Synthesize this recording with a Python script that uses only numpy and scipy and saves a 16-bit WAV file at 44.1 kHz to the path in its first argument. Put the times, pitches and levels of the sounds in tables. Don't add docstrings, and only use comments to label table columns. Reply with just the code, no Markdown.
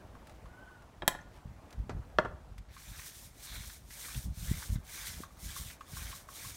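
import sys
import numpy as np
from scipy import signal
from scipy.fft import rfft, irfft, next_fast_len
from scipy.io import wavfile
from scipy.ndimage import uniform_filter1d, map_coordinates

SR = 44100
rng = np.random.default_rng(int(sys.argv[2]) if len(sys.argv) > 2 else 0)


def dump_mix(stems):
    frames = np.atleast_2d(stems).T
    limited = np.clip(frames, -1, 1)
    pcm = np.round(limited * 32767).astype(np.int16)
    wavfile.write(sys.argv[1], SR, pcm)


N = 289296
TIME_S = np.arange(N) / SR

# frequency in Hz, relative level in dB.
WET_SPECTRUM = [(300, -1), (1800, 12.5), (3500, 7), (6000, 4), (15000, -6.5)]


def amp(db):
    return 10 ** (np.asarray(db) / 20)


def unit(x):
    return x / np.sqrt(np.mean(x ** 2) + 1e-20)


def along(points, hz):
    point_hz, values = np.transpose(points)
    return np.interp(np.log(hz + 1), np.log(point_hz), values)


def wobble(knots_per_s):
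    knots = rng.standard_normal(int(N * knots_per_s / SR) + 4)
    return map_coordinates(knots, [np.arange(N) * knots_per_s / SR])


def filtered(x, response):
    size = next_fast_len(len(x) + SR // 4)
    spectrum = rfft(x, size) * response(np.fft.rfftfreq(size, 1 / SR))
    return irfft(spectrum, size)[:len(x)]


def coloured(x, spectrum):
    return unit(filtered(x, lambda hz: amp(along(spectrum, hz))))


def softened(x, edge_hz):
    return signal.lfilter(*signal.butter(2, min(edge_hz, SR / 2 - 1), fs=SR), x)


def grains(rate_per_s, spread_db):
    hits = rng.random(N) < rate_per_s / SR
    sizes = rng.standard_normal(N) * amp(spread_db * rng.standard_normal(N))
    return unit(hits * sizes)


def patchy(x, depth_db, bins):
    z = signal.stft(x, nperseg=256)[2]
    field = uniform_filter1d(rng.standard_normal(z.shape), bins, 0)
    field = uniform_filter1d(field, 10, 1)
    gain = amp(depth_db * unit(field))
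    return unit(signal.istft(z * gain, nperseg=256)[1][:N])


def ring(modes, scatter_db):
    t = np.arange(SR // 4) / SR
    out = np.zeros(len(t))
    for k, (hz, db, t60_s) in enumerate(modes):
        level_db = db + scatter_db * rng.standard_normal() - 60 * t / t60_s
        out += (-1) ** k * amp(level_db) * np.sin(2 * np.pi * hz * t)
    return out


def burst(spectrum, t60_s):
    t = np.arange(SR // 4) / SR
    return coloured(rng.standard_normal(len(t)), spectrum) * amp(-60 * t / t60_s)


def add(track, start_s, sound):
    part = track[round(start_s * SR):][:len(sound)]
    part += sound[:len(part)]


def blows(rows, modes, crack_spectrum):
    out = np.zeros(N)
    for start_s, ring_db, crack_db, crack_t60_s, contact_hz in rows:
        body = amp(ring_db) * ring(modes, scatter_db=1.5)
        crack = amp(crack_db) * burst(crack_spectrum, crack_t60_s)
        add(out, start_s, softened(body + crack, contact_hz))
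    return out


def neighbourhood():
    # frequency in Hz, relative level in dB.
    hum_spectrum = [(100, -7.5), (170, -8), (290, -7), (420, -10.5), (650, -8), (1050, -12.5), (1600, -18),
                    (2300, -24), (5000, -35), (15800, -39.5)]
    # time in seconds, level in dB before the waver.
    hum_level = [(0, -57), (1, -59.5), (2.1, -59), (2.7, -65.5), (6.5, -61)]
    level_db = np.interp(TIME_S, *np.transpose(hum_level))
    waver_db = 0.7 * wobble(9)
    hum = coloured(rng.standard_normal(N), hum_spectrum)
    return amp(level_db + waver_db) * patchy(hum, depth_db=2.0, bins=3)


def breeze():
    # start in seconds, length in seconds, level in dB before the lumps.
    gust_rows = [(1.02, 0.025, -44.5), (1.453, 0.064, -43.5), (1.75, 0.25, -41.5), (2.143, 0.215, -45),
                 (2.464, 0.16, -46.5), (2.868, 0.062, -45), (3.503, 0.18, -47), (4.144, 0.043, -37),
                 (4.238, 0.077, -34.5), (4.366, 0.23, -40.5), (4.692, 0.092, -33.5), (5.078, 0.15, -46.5),
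                 (5.417, 0.29, -46), (5.915, 0.18, -47)]
    # start in seconds, relative level in dB, half width in seconds.
    puff_rows = [(1.45, -34.5, 0.0028), (1.792, -32, 0.0036), (4.263, -36, 0.0033), (4.5076, -19.5, 0.0024),
                 (4.752, -24.5, 0.0029), (5.197, -34, 0.0013)]
    # frequency in Hz, relative level in dB.
    rumble_spectrum = [(25, -18.5), (48, 4.5), (72, -0.5), (120, -6), (200, -13.5), (350, -33), (600, -68)]
    calm_db, attack_s, release_s = -56, 0.012, 0.01

    strength = amp(calm_db + 2.45 * wobble(12))
    for start_s, length_s, db in gust_rows:
        attack = np.clip((TIME_S - start_s) / attack_s, 0, 1)
        release = np.exp(-np.maximum(TIME_S - start_s - length_s, 0) / release_s)
        strength = np.hypot(strength, amp(db) * attack * release)
    eddies = grains(rate_per_s=220, spread_db=1) + amp(-4.5) * rng.standard_normal(N)
    lumps_db = 1.5 * wobble(25)
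    out = strength * amp(lumps_db) * coloured(eddies, rumble_spectrum)

    for start_s, db, half_s in puff_rows:
        u = (TIME_S[:SR // 10] - 0.008) / half_s
        add(out, start_s, amp(db + 9.0) * -u / (1 + u ** 2) ** 2)
    return signal.lfilter(*signal.butter(2, 28, "high", fs=SR), out)


def taps():
    # start in seconds, relative level in dB.
    tap_rows = [(0.151, -51), (0.457, -51), (2.765, -46.5), (4.084, -45), (5.2345, -40.5), (5.563, -41.5),
                (5.8083, -40), (5.9692, -42), (6.128, -41), (6.2875, -43.5), (6.4472, -45)]
    # frequency in Hz, relative level in dB, t60 in seconds.
    tap_modes = [(1088, 6.5, 0.054), (1220, 2.5, 0.035), (1330, -4, 0.019), (1604, -3, 0.045)]
    knock_spectrum = [(800, -19), (1150, 10.5), (2200, -5), (6000, -13), (15000, -25)]
    out = np.zeros(N)
    for start_s, db in tap_rows:
        sound = ring(tap_modes, scatter_db=2) + burst(knock_spectrum, t60_s=0.076)
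        add(out, start_s, amp(db - 7.0) * sound)
    return out


def feet():
    # middle in seconds, half length in seconds, level in dB.
    scuff_rows = [(0.323, 0.087, -68.5), (1.36, .05, -65.5)]
    strength = np.zeros(N)
    for middle_s, half_s, db in scuff_rows:
        strength += amp(db) * np.exp(-((TIME_S - middle_s) / half_s) ** 2)
    return strength * coloured(grains(rate_per_s=4600, spread_db=5.0), WET_SPECTRUM)


def ticks():
    # start in seconds, relative level in dB.
    tick_rows = [(0.271, -44), (0.296, -46), (0.822, -52), (1.706, -44.5), (1.727, -42), (2.581, -41.5),
                 (3.318, -71), (4.146, -32.5)]
    out = np.zeros(N)
    for start_s, db in tick_rows:
        add(out, start_s, amp(db - 9.5) * burst(WET_SPECTRUM, t60_s=0.048))
    return out


def bird():
    # start in seconds, length in seconds, top pitch in Hz, level in dB before the swell.
    call_rows = [(.4, .52, 1506, -59)]
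    slur_share, slur_top = 0.44, 0.46
    out = np.zeros(N)
    for start_s, length_s, top_hz, db in call_rows:
        u = np.clip((TIME_S - start_s) / length_s, 0, 1)
        pitch_hz = top_hz * (1 - slur_share * (u - slur_top) ** 2)
        phase = 2 * np.pi * np.cumsum(pitch_hz * (1 + 0.02 * wobble(170))) / SR
        whistle = unit(np.sin(phase) + amp(-19.5) * np.sin(2 * phase))
        out += amp(db) * np.sin(np.pi * u) ** 2 * whistle
    flutter = 1 + 0.5 * np.sin(2 * np.pi * 24 * TIME_S + wobble(20))
    return flutter * out


def handle():
    # start in seconds, ring gain in dB, crack gain in dB, crack t60 in seconds,
    # contact low-pass in Hz.
    clack_rows = [(1.0214, -38.5, -36.5, 0.037, 2260), (1.0295, -40, -30, 0.038, 980),
                  (1.0784, -26, -20.5, 0.038, 14000)]
    # frequency in Hz, relative level in dB, t60 in seconds.
    wood_modes = [(364, -2.5, 0.044), (573, -1.5, 0.037), (870, 2.5, 0.028), (1020, -3, 0.092),
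                  (1330, -3, 0.022), (1437, -24.5, 0.6), (1725, 8.5, 0.02), (2743, -5.5, 0.013),
                  (3240, 3.5, 0.033), (3860, 4.5, 0.022), (5220, -2, 0.022), (6200, -7, 0.015),
                  (7900, -3, 0.026), (9180, -1.5, 0.018)]
    # frequency in Hz, relative level in dB.
    spray_spectrum = [(300, -25.5), (1000, 2), (1600, -12), (3000, -19), (6000, 1), (9500, -4.5),
                      (15000, -9.5)]
    crack_spectrum = [(100, -1.5), (900, -0.5), (2300, -4.0), (3400, -2.5), (5000, -10.5), (12000, -8),
                      (16000, -14)]
    snap_spectrum = [(500, -6.5), (3000, -8.5), (15000, -7.5)]
    out = blows(clack_rows, wood_modes, crack_spectrum)
    hard_s = clack_rows[-1][0]
    add(out, hard_s, amp(-8.5) * burst(snap_spectrum, t60_s=0.0055))
    add(out, hard_s, amp(-51) * burst(spray_spectrum, t60_s=0.26))
    return out


def drips():
    # start in seconds, first pitch in Hz, level in dB before the attack and decay.
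    drip_rows = [(1.189, 1690, -35), (1.211, 5940, -49.5)]
    t60_s, rise_per_s = 0.024, 14
    t = np.arange(SR // 10) / SR
    attack = 1 - np.exp(-t / 0.002)
    out = np.zeros(N)
    for start_s, hz, db in drip_rows:
        phase = 2 * np.pi * hz * t * (1 + rise_per_s * t / 2)
        add(out, start_s, amp(db - 60 * t / t60_s) * attack * np.sin(phase))
    return out


def thud_and_bucket():
    # start in seconds, ring gain in dB, crack gain in dB,
    # crack t60 in seconds, contact low-pass in Hz.
    knock_rows = [(1.8948, -54, -32.5, 0.09, 3250), (2.1858, -16.5, -23.5, 0.078, 2530),
                  (2.249, -55, -33.5, 0.087, 2380)]
    # frequency in Hz, relative level in dB, t60 in seconds.
    bucket_modes = [(169.3, -10.5, 0.083), (355, -15.5, 0.085), (615, -0.5, 0.07), (920, -7, 0.063),
                    (1150, 4.5, 0.016), (1410, 1, 0.035), (1524, -8, 0.045), (1720, 2.5, 0.02),
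                    (2050, -16, 0.06), (2590, -11.5, 0.022), (3330, -1, 0.014), (4260, -5, 0.013),
                    (5700, -2.5, 0.0089)]
    crack_spectrum = [(100, 1), (300, 10.5), (1400, 3), (2200, -8), (3200, -13), (6000, -7), (14000, -11)]
    return blows(knock_rows, bucket_modes, crack_spectrum)


def stroke_strengths():
    # start in seconds, length in seconds,
    # bristle hiss gain in dB, weave scrape gain in dB, moment of hardest pressure in seconds.
    stroke_rows = [(2.684, 0.3, -58.5, -60, 2.76), (2.81, 0.55, -52.5, -55, 3.0),
                   (3.328, 0.51, -49.5, -55, 3.53), (3.858, 0.44, -47, -56, 4.08),
                   (4.322, 0.47, -45.5, -54.5, 4.52), (4.822, 0.46, -46.5, -49.5, 5.03),
                   (5.354, 0.43, -47, -56.5, 5.53), (5.842, 0.41, -48, -53.5, 6.05),
                   (6.269, 0.4, -47, -58, 6.44)]
    hiss_power, scrape_power = 1.37, 0.33
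    full_bend = 1.355
    press_s, press_db = 0.14, 17
    turn_hiss_db, turn_scrape_db = -70.5, -78.5

    on_rug = np.clip((TIME_S - stroke_rows[0][0]) / stroke_rows[0][1], 0, 1)
    hiss = amp(turn_hiss_db) * on_rug
    scrape = amp(turn_scrape_db) * on_rug
    for start_s, length_s, hiss_db, scrape_db, hardest_s in stroke_rows:
        speed = np.abs(np.sin(np.pi * np.clip((TIME_S - start_s) / length_s, 0, 1)))
        eased = 1 - np.exp(-((TIME_S - hardest_s) / press_s) ** 2)
        hiss = np.hypot(hiss, amp(hiss_db) * np.tanh(full_bend * speed ** hiss_power))
        scrape = np.hypot(scrape, amp(scrape_db - press_db * eased) * speed ** scrape_power)
    return hiss, scrape


def snag_strength():
    # start in seconds, relative level in dB.
    snag_rows = [(3.109, -54), (3.633, -51), (3.696, -47.5), (3.903, -49), (4.0844, -51), (4.6204, -40),
                 (4.7525, -48), (5.6997, -48), (6.352, -46)]
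    rise_s, trim_db = 0.006, -4
    u = np.arange(SR // 8) / SR / rise_s
    out = np.zeros(N)
    for start_s, db in snag_rows:
        add(out, start_s, amp(db + trim_db) * u * np.exp(1 - u))
    return out


def broom():
    # frequency in Hz, relative level in dB.
    tip_spectrum = [(1200, -15), (2400, -15), (3600, -4), (4700, -6), (5600, -2), (7600, -3), (9200, -0.5),
                    (10400, -6.5), (11600, -4), (15800, -8)]
    # frequency in Hz, relative level in dB.
    shaft_spectrum = [(1500, -17), (2300, 2), (2700, -12.5), (3600, -2), (4800, -10), (6200, -3.5),
                      (9000, -14.5)]
    # frequency in Hz, relative level in dB.
    weave_spectrum = [(400, -52), (900, -6), (1300, -3), (1600, 2.5), (2250, -4), (2600, -7.5),
                      (3400, -7.5), (5500, -10.5), (9000, -32.5)]
    grit_spectrum = [(700, -17), (1500, -3), (4500, 0.5), (9000, -10.5)]

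    hiss, scrape = stroke_strengths()
    swish = np.sqrt(hiss * scrape)
    tips = patchy(coloured(grains(24000, spread_db=1.5), tip_spectrum), depth_db=0.1, bins=7)
    shafts = patchy(coloured(grains(5000, spread_db=2), shaft_spectrum), depth_db=5.0, bins=3)
    weave = patchy(coloured(grains(2000, spread_db=1.5), weave_spectrum), depth_db=3.0, bins=4)
    flicks = coloured(grains(340, spread_db=1.5), tip_spectrum)
    grit = coloured(grains(420, spread_db=2), grit_spectrum)

    hiss_part = hiss * (amp(2.5 * wobble(40)) * tips + amp(-11.5) * flicks + amp(-12.5) * grit)
    swish_part = swish * amp(-0.5 + 2.1 * wobble(43)) * shafts
    scrape_part = np.hypot(scrape, snag_strength()) * amp(1.3 * wobble(110)) * weave
    return hiss_part + swish_part + scrape_part


def rasps():
    # start in seconds, length in seconds, first centre in Hz, last centre in Hz,
    # level in dB before the swell.
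    rasp_rows = [(3.4, 0.26, 4300, 3400, -55), (5.593, 0.18, 3750, 2150, -58.5),
                 (5.927, 0.054, 4210, 3600, -58)]
    knots_per_s = 1100
    out = np.zeros(N)
    for start_s, length_s, first_hz, last_hz, db in rasp_rows:
        u = np.clip((TIME_S - start_s) / length_s, 0, 1)
        phase = 2 * np.pi * np.cumsum(first_hz + (last_hz - first_hz) * u) / SR
        band = wobble(knots_per_s) * np.sin(phase) + wobble(knots_per_s) * np.cos(phase)
        out += amp(db) * np.sin(np.pi * u) * band
    return out


def yard(x, tail_db, echo_db):
    # frequency in Hz, t60 in seconds.
    wall_decay = [(150, 0.64), (1500, 0.35), (4000, 0.38), (15000, 0.14)]
    tail_spectrum = [(800, -3.0), (1500, -2.0), (2300, -2), (3400, -9), (14000, -5)]
    echo_s = 0.0715

    hz, t, z = signal.stft(rng.standard_normal(SR // 2), SR, nperseg=256)
    decay = amp(-60 * t / along(wall_decay, hz)[:, None])
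    tail = signal.istft(z * decay, SR, nperseg=256)[1]
    tail = filtered(tail, lambda f: amp(along(tail_spectrum, f)))
    delayed_tail = np.pad(tail, (SR // 200, 0))
    wash = signal.fftconvolve(x, delayed_tail / np.linalg.norm(tail))[:N]
    echo = filtered(softened(x, edge_hz=1470), lambda f: np.exp(-2j * np.pi * f * echo_s))
    return x + amp(tail_db) * wash + amp(echo_db) * echo


def scene():
    near = taps() + feet() + ticks() + handle() + drips() + thud_and_bucket() + broom() + rasps()
    far = neighbourhood() + bird()
    return (yard(near, tail_db=-17.0, echo_db=-16.0) + far + breeze())[None]


def record(dry):
    top_hz, order = 15850, 120
    noisy = dry + amp(-69) * softened(rng.standard_normal(N), edge_hz=7100)
    return np.array([filtered(channel, lambda hz: 1 / (1 + (hz / top_hz) ** order)) for channel in noisy])


dry = scene()
out = record(dry)
dump_mix(out)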